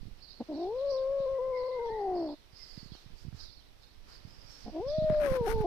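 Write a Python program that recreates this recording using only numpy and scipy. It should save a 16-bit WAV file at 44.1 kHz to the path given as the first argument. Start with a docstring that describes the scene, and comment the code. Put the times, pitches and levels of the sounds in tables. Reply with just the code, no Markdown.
"""Wind buffets the right microphone over a soft garden murmur; sparrows chatter far to the right and a
cricket ticks faintly on the left. Up front, a kitten crouched over its prey gives a grunt and a long yowl,
twice: a fluttering, breathy tone muffled by a nearly shut mouth. Another bird whistles behind the first
yowl, leaves rustle in the gap, and near the end a finger rubs and taps the case beside the left port."""
import sys
import numpy as np
from scipy import signal
from scipy.fft import rfft, irfft, next_fast_len
from scipy.io import wavfile

SR = 44100
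rng = np.random.default_rng(int(sys.argv[2]) if len(sys.argv) > 2 else 0)


def store_wav(level_fs):
    """Save 16-bit WAV to argv[1]."""
    pcm = np.round(np.clip(np.atleast_2d(level_fs), -1, 1) * 32767)
    wavfile.write(sys.argv[1], SR, pcm.T.astype(np.int16))


N = 249606

# wind rumble at the microphone ports: t/s, right level/dB, left level/dB
WIND_LEVELS = [(0, -38.5, -64), (.3, -54, -64), (1.1, -54, -63.5), (1.7, -47.5, -64), (2.4, -56, -71.5),
               (2.8, -51, -64), (3.3, -51.5, -62), (3.65, -55.5, -67), (4.25, -48.5, -64),
               (4.55, -55, -67.5), (5.05, -34, -54), (5.45, -31, -53.5), (5.66, -33.5, -46)]
# single eddies hitting the right port: t/s, level/dB, f/Hz
BUFFETS = [(0.034, -35, 130), (.057, -39, 145), (.086, -37.5, 130), (1.205, -32, 119), (1.32, -41, 93),
           (1.484, -42.5, 96), (1.925, -37, 108), (2.125, -43, 107.8), (2.537, -42.5, 78.5),
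           (2.779, -30.5, 132), (2.832, -35.5, 137), (2.863, -37, 118), (2.923, -31.5, 112),
           (3.065, -39.5, 105), (3.107, -41, 103), (3.254, -32, 105), (3.272, -34, 103), (3.286, -26.5, 92),
           (3.332, -31, 100), (3.349, -31.5, 83), (4.255, -32.5, 96), (4.278, -41.5, 120),
           (4.452, -45.5, 94), (4.806, -34, 89.8), (4.869, -32.5, 95.1), (4.987, -18.5, 119.1),
           (5.025, -23.5, 121), (5.046, -25, 126), (5.105, -16.5, 134), (5.127, -23, 122.7),
           (5.321, -19, 122.8), (5.413, -18.5, 115), (5.56, -21.5, 111), (5.609, -19, 111)]
# EQ of the rumble and of the garden murmur on each side: f/Hz, level/dB
WIND_EQ = [(10, -3.5), (25, 6.5), (40, -3), (60, -4), (110, -11.5), (200, -21), (400, -29.5), (900, -60.5)]
AIR_LEFT_EQ = [(150, -1), (300, 1.5), (700, -4.5), (1400, -8.5), (2500, -10), (4000, -14), (5200, -26.5),
               (8000, -28), (15000, -38)]
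AIR_RIGHT_EQ = [(150, -16.5), (300, 3), (700, 1.5), (1500, -3.5), (3000, -1.5), (5800, -3.5), (6500, -17),
                (8000, -23.5), (11000, -41.5)]
# base of the murmur, and amplifier hiss: left level/dB, right level/dB
AIR_BASE_DB = [-66, -64]
AMP_HISS_DB = [-75, -73]
# fader ride on the murmur: t/s, gain/dB
AIR_SWELL = [(0, 0.5), (.5, 4.5), (2.0, 3), (2.4, 0), (2.65, 3), (3.75, 0), (4.6, 5), (5.66, 7.5)]
# bursts of sparrow chatter: t/s, hold/s, level/dB, centre f/Hz, pitch spread/share
CHATTER = [(0, .02, -64.5, 4380, .2), (0.234, 0.1, -51.5, 4506, .15), (0.545, .1, -56, 4400, 0.22),
           (0.793, 0.0067, -57.5, 4055, 0.24), (0.905, 0.021, -46.5, 4697, .25),
           (1.208, 0.017, -60, 4075, 0.17), (1.564, 0.17, -56.5, 4403, .18),
           (1.868, 0.0064, -57, 4220, 0.36), (1.999, 0.0051, -64, 4770, 0.069),
           (2.175, 0.036, -54.5, 4640, 0.16), (2.268, 0.031, -55.5, 4215, .2), (2.566, .25, -52, 4943, .14),
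           (2.923, 0.053, -55, 4292, 0.36), (3.183, .01, -61, 4980, .12), (3.402, 0.0076, -47, 4862, 0.26),
           (3.496, 0.081, -59.5, 4220, 0.31), (3.836, 0.0083, -57, 4240, .22),
           (4.117, 0.015, -52.5, 4780, 0.17), (4.306, 0.13, -59.5, 5210, .12),
           (4.499, 0.18, -56, 5240, 0.2), (4.899, 0.02, -48, 4540, 0.28), (4.981, 0.032, -56, 3814, 0.27),
           (5.139, 0.027, -56, 4640, 0.22), (5.32, 0.015, -55, 4190, 0.3), (5.482, 0.13, -60, 4420, .2)]
# nearer chirps (the low falling note at 1.775 s is the whistling bird's), and whistled notes: t/s, start f/Hz,
# end f/Hz, length/s, relative level/dB
NEAR_CHIRPS = [(0.201, 4000, 5380, 0.038, -43), (0.285, 4100, 4900, 0.0073, -46),
               (0.897, 5800, 3800, .04, -43), (.95, 4600, 3110, .05, -44.5), (1.55, 4350, 4550, .2, -52.5),
               (2.56, 5250, 4950, .14, -45), (2.72, 4900, 4650, .13, -51), (4.45, 5595, 5450, .22, -51),
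               (1.775, 1660, 1216, 0.076, -48.5), (2.149, 5280, 3960, 0.042, -45),
               (3.395, 5800, 3640, 0.055, -38), (3.451, 4770, 3230, 0.042, -45.5),
               (4.868, 5716, 3850, .05, -38.5), (4.951, 4790, 3030, 0.098, -64.5),
               (5.008, 3800, 2780, .06, -55)]
WHISTLE_NOTES = [(1.331, 1930, 2034, 0.12, -63.5), (1.424, 1954, 2210, 0.065, -62),
                 (1.527, 2200, 1926, 0.079, -49), (1.714, 2040, 2125, 0.1, -51),
                 (1.797, 2015, 2142, 0.042, -54.5), (1.875, 1740, 2150, 0.15, -53),
                 (2.588, 2150, 1906, 0.077, -63), (2.757, 2058, 1930, 0.079, -69)]
# cricket ticks: t/s, length/s
CRICKET_TICKS = [(.20, .02), (.355, .02), (.40, .02), (.435, .025), (.48, .02), (.515, .045)]
# a grunt before each yowl: peak t/s, length/s, f/Hz, level/dB
GRUNTS = [(0.413, 0.0418, 236.9, -33.5), (4.681, 0.0764, 217.8, -42.5)]
# one curve per yowl: t/s, f/Hz, level/dB, overtone gain from the mouth opening/dB
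YOWLS = [
    [(.484, 316, -60, -5), (.492, 321, -37.5, -11.5), (.525, 296.5, -37.5, -9), (.55, 268.6, -38, -17),
     (.58, 322.4, -38, -11.5), (.625, 350, -33, -11), (.66, 365, -34.5, -10.5), (.76, 510, -32.5, -6),
     (.852, 566.6, -29, -4), (.915, 547.7, -28, -2), (.935, 528.8, -29, -1), (1.03, 527.5, -29, -3),
     (1.152, 553.6, -28.5, -4), (1.37, 530, -30, -1), (1.6, 504.4, -31, 2), (1.72, 521, -33, 0.5),
     (1.78, 498, -32.5, 2.5), (1.80, 469, -33, 1), (1.86, 467.5, -33.5, 2), (1.93, 443, -35.5, -0.5),
     (2.06, 394.6, -33.5, -4), (2.212, 333.6, -32, -12.5), (2.30, 290, -40, -7.5), (2.34, 297, -41, -15),
     (2.36, 300, -76, -1)],
    [(4.72, 312, -54, -12), (4.76, 311, -37, -7.5), (4.797, 345.4, -35, -12), (4.832, 479, -35, -8),
     (4.888, 580.6, -32, 2.5), (4.95, 624, -30, 2), (5.08, 621, -25.5, 0.5), (5.217, 599, -25, 1),
     (5.28, 542, -27.5, 4), (5.32, 514.5, -28.5, -4), (5.345, 531.3, -28, 1), (5.43, 464.4, -30, -4),
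     (5.53, 456, -31.5, -4.5), (5.66, 414, -31, -5)],
]
# stumbles in the voice: t/s, phase lost/cycles, pitch dip/share
CATCHES = [(.59, 0.14, 0.003), (0.923, 0.097, 0), (1.262, 0.12, 0.04), (1.387, 0.063, 0.0676),
           (1.688, 0.073, 0.058), (1.792, 0.15, 0.0025), (1.904, 0.26, 0.0106), (2.04, 0.047, 0.006),
           (2.076, .096, 0.012), (5.055, 0.036, 0), (5.468, 0.09, 0.2), (5.643, .15, 0.2)]
# EQ of the muffled throat on the overtones and on the breath: f/Hz, level/dB
THROAT_EQ = [(400, 1), (600, 5.5), (750, 6), (900, -4.5), (1020, -13), (1100, -20), (1250, -42),
             (1700, -38), (2500, -44.5)]
RASP_EQ = [(300, -8), (600, 9), (850, -1), (1080, -10), (1250, -30), (1500, -11), (2200, -25),
           (5000, -62.5)]
# the kitten's tone at the right port against the left: f/Hz, gain/dB; f/Hz, lag/rad
KITTEN_RIGHT_GAIN = [(300, 0.6), (420, -3), (530, -4.5), (700, -2), (1000, -6)]
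KITTEN_RIGHT_LAG = [(300, 0.45), (430, 0.094), (540, -0.19), (650, 0.31), (1000, -.05)]
# leaf rustles: t/s, hold/s, bright right level/dB, dull left level/dB
RUSTLES = [(2.58, 0.29, -61, -71), (2.95, 0.068, -63, -69), (3.177, 0.055, -61, -75),
           (3.36, 0.093, -59.5, -62.5), (3.828, .01, -67, -70), (4.088, 0.067, -61, -59.5),
           (4.276, 0.23, -65.5, -69), (4.51, 0.12, -59, -67.5)]
# EQ of the leaves on each side: f/Hz, level/dB
LEAF_LEFT_EQ = [(700, -4.5), (1100, -4.5), (1400, 0.5), (1800, -5.5), (2600, -18), (4500, -19), (8000, -43)]
LEAF_RIGHT_EQ = [(700, -19), (1400, -4), (2500, -8.5), (5000, 0), (7000, -9), (10000, -19.5),
                 (14000, -17.5)]
# taps on the case: t/s, relative level/dB, left minus right/dB
TAPS = [(2.951, -52, -16), (3.326, -51, -6), (5.083, -60, 1.5), (5.098, -34, 12), (5.61, -43, 15)]
# finger strokes: t/s, hold/s, hiss level/dB, drag level/dB
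STROKES = [(5.11, 0.039, -80.5, -45), (5.219, 0.055, -55, -35), (5.29, 0.035, -57, -44.5),
           (5.343, 0.026, -54, -36.5), (5.477, 0.048, -47, -36), (5.617, .002, -59, -44.5)]
# EQ of a stroke's high hiss and low drag: f/Hz, level/dB
RUB_HISS_EQ = [(2500, -19), (4200, -12.5), (5500, -4), (6500, -11), (7600, -18.5), (9600, -4.5),
               (10600, -13), (12000, -4), (13000, -12.5), (14800, -19.5)]
RUB_DRAG_EQ = [(60, -19), (170, 5), (350, 3.5), (800, -1.5), (1500, 2), (2100, -4), (3500, -17.5),
               (6000, -36)]

TIME = np.arange(N) / SR


def amp(db):
    """dB to gain."""
    return 10 ** (np.asarray(db, float) / 20)


def rms_one(x):
    """Scale to unit rms."""
    return x / np.sqrt(np.mean(x ** 2) + 1e-20)


def automation(rows):
    """Each column of a curve table at every sample."""
    times, *columns = np.transpose(rows)
    return [np.interp(TIME, times, column) for column in columns]


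def gate(rows):
    """Open while a curve lasts, with 3 ms fades."""
    return np.clip(np.minimum(TIME - rows[0][0], rows[-1][0] + .003 - TIME) / .003, 0, 1)


def swell(at, hold, db, rise_db_s, fall_db_s):
    """Envelope that climbs to db by the given time, holds and dies away."""
    return amp(db - rise_db_s * np.clip(at - TIME, 0, 1) - fall_db_s * np.clip(TIME - at - hold, 0, 1))


def at_hz(curve, hz):
    """Read a curve on a log-frequency axis."""
    freqs, values = np.transpose(curve)
    return np.interp(np.log(hz + 1), np.log(freqs), values)


def coloured(x, eq):
    """Apply an EQ curve, then scale to unit rms."""
    size = next_fast_len(N)
    hz = np.arange(size // 2 + 1) * SR / size
    return rms_one(irfft(rfft(x, size) * amp(at_hz(eq, hz)), size)[:N])


def noise(eq):
    """Unit-rms noise through an EQ curve."""
    return coloured(rng.standard_normal(N), eq)


def drift(rate_hz):
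    """Smooth random modulation of unit rms."""
    pole = np.exp(-2 * np.pi * rate_hz / SR)
    return rms_one(signal.lfilter([1], [1, -2 * pole, pole * pole], rng.standard_normal(N + SR))[SR:])


def filtered(x, kind, hz, order):
    """Butterworth filter."""
    return signal.sosfilt(signal.butter(order, hz, kind, fs=SR, output="sos"), x)


def add(track, sound, at):
    """Drop a short sound onto a track at a time in seconds."""
    start = int(at * SR)
    track[start:start + len(sound)] += sound[:N - start]


def garden_echo(x, t60_s):
    """Scattered returns from hedges and walls: a decaying noise tail of unit energy."""
    tail = rng.standard_normal(SR // 2) * amp(-60 * np.arange(SR // 2) / SR / t60_s)
    return signal.fftconvolve(x, tail / np.sqrt(np.sum(tail ** 2)))[:N]


def wind():
    """Lumpy rumble at both ports, with eddies thumping the right one."""
    right_db, left_db = automation(WIND_LEVELS)
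    right = amp(right_db + 4.6 * drift(13.6)) * noise(WIND_EQ)
    left = amp(left_db + 1.3 * drift(21)) * noise(WIND_EQ)
    thumps = np.zeros(N)
    for at, db, hz in BUFFETS:
        cycles = np.arange(-1.5, 1.5, hz / SR)
        width = np.where(cycles < 0, .27, .55)   # an abrupt front, then a slower swing back
        turns = cycles * np.where(cycles < 0, 1.7, .95)
        push = np.exp(-(cycles / width) ** 2) * np.cos(2 * np.pi * turns)
        add(thumps, -amp(db) * push, at - 1.668 / hz)
    thumps = filtered(thumps, "high", 40, order=2)
    return np.array([left + amp(-25) * thumps, right + amp(-7.5) * left + thumps])


def air():
    """The bed: a gently swelling murmur of leaves and distance over steady amplifier hiss."""
    ride_db = automation(AIR_SWELL)[0] + .7 * drift(6)
    murmur = [amp(db + ride_db) * noise(eq) for db, eq in zip(AIR_BASE_DB, (AIR_LEFT_EQ, AIR_RIGHT_EQ))]
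    return np.array(murmur) + amp(AMP_HISS_DB)[:, None] * rng.standard_normal((2, N))


def chirp(start_hz, end_hz, length):
    """One bird note: a gliding sine with a quick attack and slower release."""
    progress = np.arange(int(length * SR)) / (length * SR)
    hz = start_hz * (end_hz / start_hz) ** progress
    return np.sin(2 * np.pi * np.cumsum(hz) / SR) * np.sin(np.pi * progress ** .68)


def phrase(notes):
    """A dry track of bird notes."""
    track = np.zeros(N)
    for at, start_hz, end_hz, length, db in notes:
        add(track, amp(db) * chirp(start_hz, end_hz, length), at)
    return track


def flock(perch_count=8, sag_per_s=.3, floor_db=-82.5):
    """Distant chatter: a cloud of tiny chirps pitched around the loudest burst, each perch echoing."""
    bursts = np.array([swell(*row[:3], rise_db_s=420, fall_db_s=130) for row in CHATTER])
    share = bursts ** 2 / np.sum(bursts ** 2, 0)
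    onsets, _, _, centres_hz, spreads = np.transpose(CHATTER)
    age = np.clip(TIME - onsets[:, None], 0, 1)
    centre_hz = np.sum(share * centres_hz[:, None] * np.exp(-sag_per_s * age), 0)
    spread = spreads @ share
    perches = np.zeros((perch_count, N))
    for at, (detune, glide, stretch) in zip(np.arange(0, N / SR, .002), rng.uniform(-1, 1, (3000, 3))):
        i = int(at * SR)
        hz = centre_hz[i] * np.exp(spread[i] * detune * abs(detune))
        note = chirp(hz * 1.05, hz * (.94 + .06 * glide), .016 * np.exp(.4 * stretch))
        add(perches[i % perch_count], note, at)
    cloud = sum(garden_echo(perch, t60_s=.12) for perch in perches)
    cloud = filtered(cloud, "low", 5700, order=6)   # distance takes the top
    return (bursts.sum(0) + amp(floor_db)) * rms_one(cloud)


def sparrows():
    """The flock and a few nearer birds, off to the right and mostly echo."""
    near = phrase(NEAR_CHIRPS)
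    right = flock() + .12 * near + .53 * garden_echo(near, t60_s=.2)
    shaded = filtered(right, "low", 4600, order=4)   # the case shades the left port
    return np.array([amp(-19) * garden_echo(shaded, t60_s=.25), right])


def cricket():
    """Brief noise pulses through one high resonance, faint on the left."""
    ticks = np.zeros(N)
    for at, length in CRICKET_TICKS:
        add(ticks, rng.standard_normal(int(length * SR)), at)
    return amp([[-72], [-95]]) * filtered(ticks, "band", [7700, 8400], order=2)


def grunt_curve(peak_at, length, hz, db, edge_db=-35.5, mouth_db=-10):
    """A short low grunt in the yowls' columns: one pitch under an arch of level."""
    return [(peak_at + offset * length, hz, db + edge_db * (2 * offset) ** 2, mouth_db)
            for offset in np.linspace(-.5, .5, num=7)]


def vocal_folds(written_hz, bend, dip_s=.0065, slip_s=.002):
    """Pitch and phase of the voice; at each catch the folds hang for a few ms, then run on late."""
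    dip, slip = np.zeros((2, N))
    for at, cycles, depth in CATCHES:
        age = np.clip((TIME - at) / dip_s, 0, 20)
        dip += depth * age * np.exp(1 - age)
        slip += np.pi * cycles * np.tanh((TIME - at) / slip_s)
    pitch = written_hz * (1 - dip + bend)
    return pitch, 2 * np.pi * np.cumsum(pitch) / SR - slip


def kitten(flutter_hz=60.67, tiring_db_s=3.5, rasp_db=-27, overtone_step_db=-2.5):
    """Four harmonics in a muffled throat; flutter shakes level and pitch, breath rides each cycle."""
    cries = sorted([grunt_curve(*row) for row in GRUNTS] + YOWLS)
    written_hz, level_db, mouth_db = automation(sum(cries, []))
    depth_db = 2 * (278 / written_hz) ** 2.92   # slack low notes flutter more
    flutter_rate = flutter_hz * (1 + .0637 * drift(4.3))
    flutter_db = depth_db * np.sin(2 * np.pi * np.cumsum(flutter_rate) / SR)
    # breath and pitch wobble grow as each cry goes on
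    tiring = amp(tiring_db_s * sum(gate(cry) * (TIME - cry[0][0]) for cry in cries))
    wobble = .006 * tiring * drift(24.6)
    pitch, phase = vocal_folds(written_hz, bend=wobble + .038 * flutter_db)
    envelope = sum(gate(cry) for cry in cries) * np.sqrt(2) * amp(level_db + flutter_db)
    breath = amp(rasp_db) * tiring * depth_db ** 1.12 * (1 + np.cos(phase)) * noise(RASP_EQ)
    voice = envelope * breath * amp([[0], [-3]])
    for k in range(1, 5):
        hz = k * pitch
        shimmer_db = min(k - 1, 2) ** 2 * .8 * drift(30)   # higher overtones are less steady
        overtone_db = at_hz(THROAT_EQ, hz) + mouth_db + (k - 2) * overtone_step_db + shimmer_db
        gain = envelope * (amp(overtone_db) if k > 1 else 1)
        angle = k * phase - 3.18 * (k - 1)
        voice[0] += gain * np.cos(angle)
        voice[1] += gain * amp(at_hz(KITTEN_RIGHT_GAIN, hz)) * np.cos(angle - at_hz(KITTEN_RIGHT_LAG, hz))
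    return voice


def whistler():
    """A bird's pure gliding notes with a ringing echo, right of centre."""
    notes = phrase(WHISTLE_NOTES)
    left = amp(-7) * notes + amp(-6) * garden_echo(notes, t60_s=.6)
    right = amp(2) * (notes + garden_echo(notes, t60_s=.97))
    return np.array([left, right])


def leaves(rise_db_s=540, fall_db_s=270):
    """Short swells of smooth rustle, bright on the right, dull on the left."""
    bright = sum(swell(at, hold, db, rise_db_s, fall_db_s) for at, hold, db, _ in RUSTLES)
    dull = sum(swell(at, hold, db, rise_db_s, fall_db_s) for at, hold, _, db in RUSTLES)
    return np.array([dull * noise(LEAF_LEFT_EQ), bright * noise(LEAF_RIGHT_EQ)])


def finger(rise_db_s=466, fall_db_s=894):
    """Skin slipping on plastic: grainy hiss coloured by the case, a lower drag and a few dull taps."""
    hiss = sum(swell(at, hold, db, rise_db_s, fall_db_s) for at, hold, db, _ in STROKES)
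    drag = sum(swell(at, hold, db, rise_db_s, fall_db_s) for at, hold, _, db in STROKES)
    grains = rng.standard_normal((2, N)) * amp(1.8 * drift(120))
    left = hiss * coloured(grains[0], RUB_HISS_EQ) + drag * coloured(grains[0], RUB_DRAG_EQ)
    right = amp(-18) * drag * coloured(grains[1], RUB_DRAG_EQ)
    samples = np.arange(600)
    tap_envelope = np.exp(-samples / 130) * np.minimum(samples / 40, 1)
    for at, db, pan_db in TAPS:
        knock = tap_envelope * signal.lfilter([.1], [1, -1.8, .81], rng.standard_normal(len(samples)))
        add(left, amp(db + pan_db / 2) * knock, at)
        add(right, amp(db - pan_db / 2) * knock, at)
    return np.array([left, right])


def scene():
    """The stereo mix: the kitten up front, the garden around it."""
    return kitten() + sparrows() + whistler() + cricket() + wind() + leaves() + finger() + air()


def record(dry):
    """A steep high cut at 15 kHz across the mix."""
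    return signal.sosfilt(signal.ellip(10, .5, 50, 15000, fs=SR, output="sos"), dry)


dry = scene()
out = record(dry)
store_wav(out)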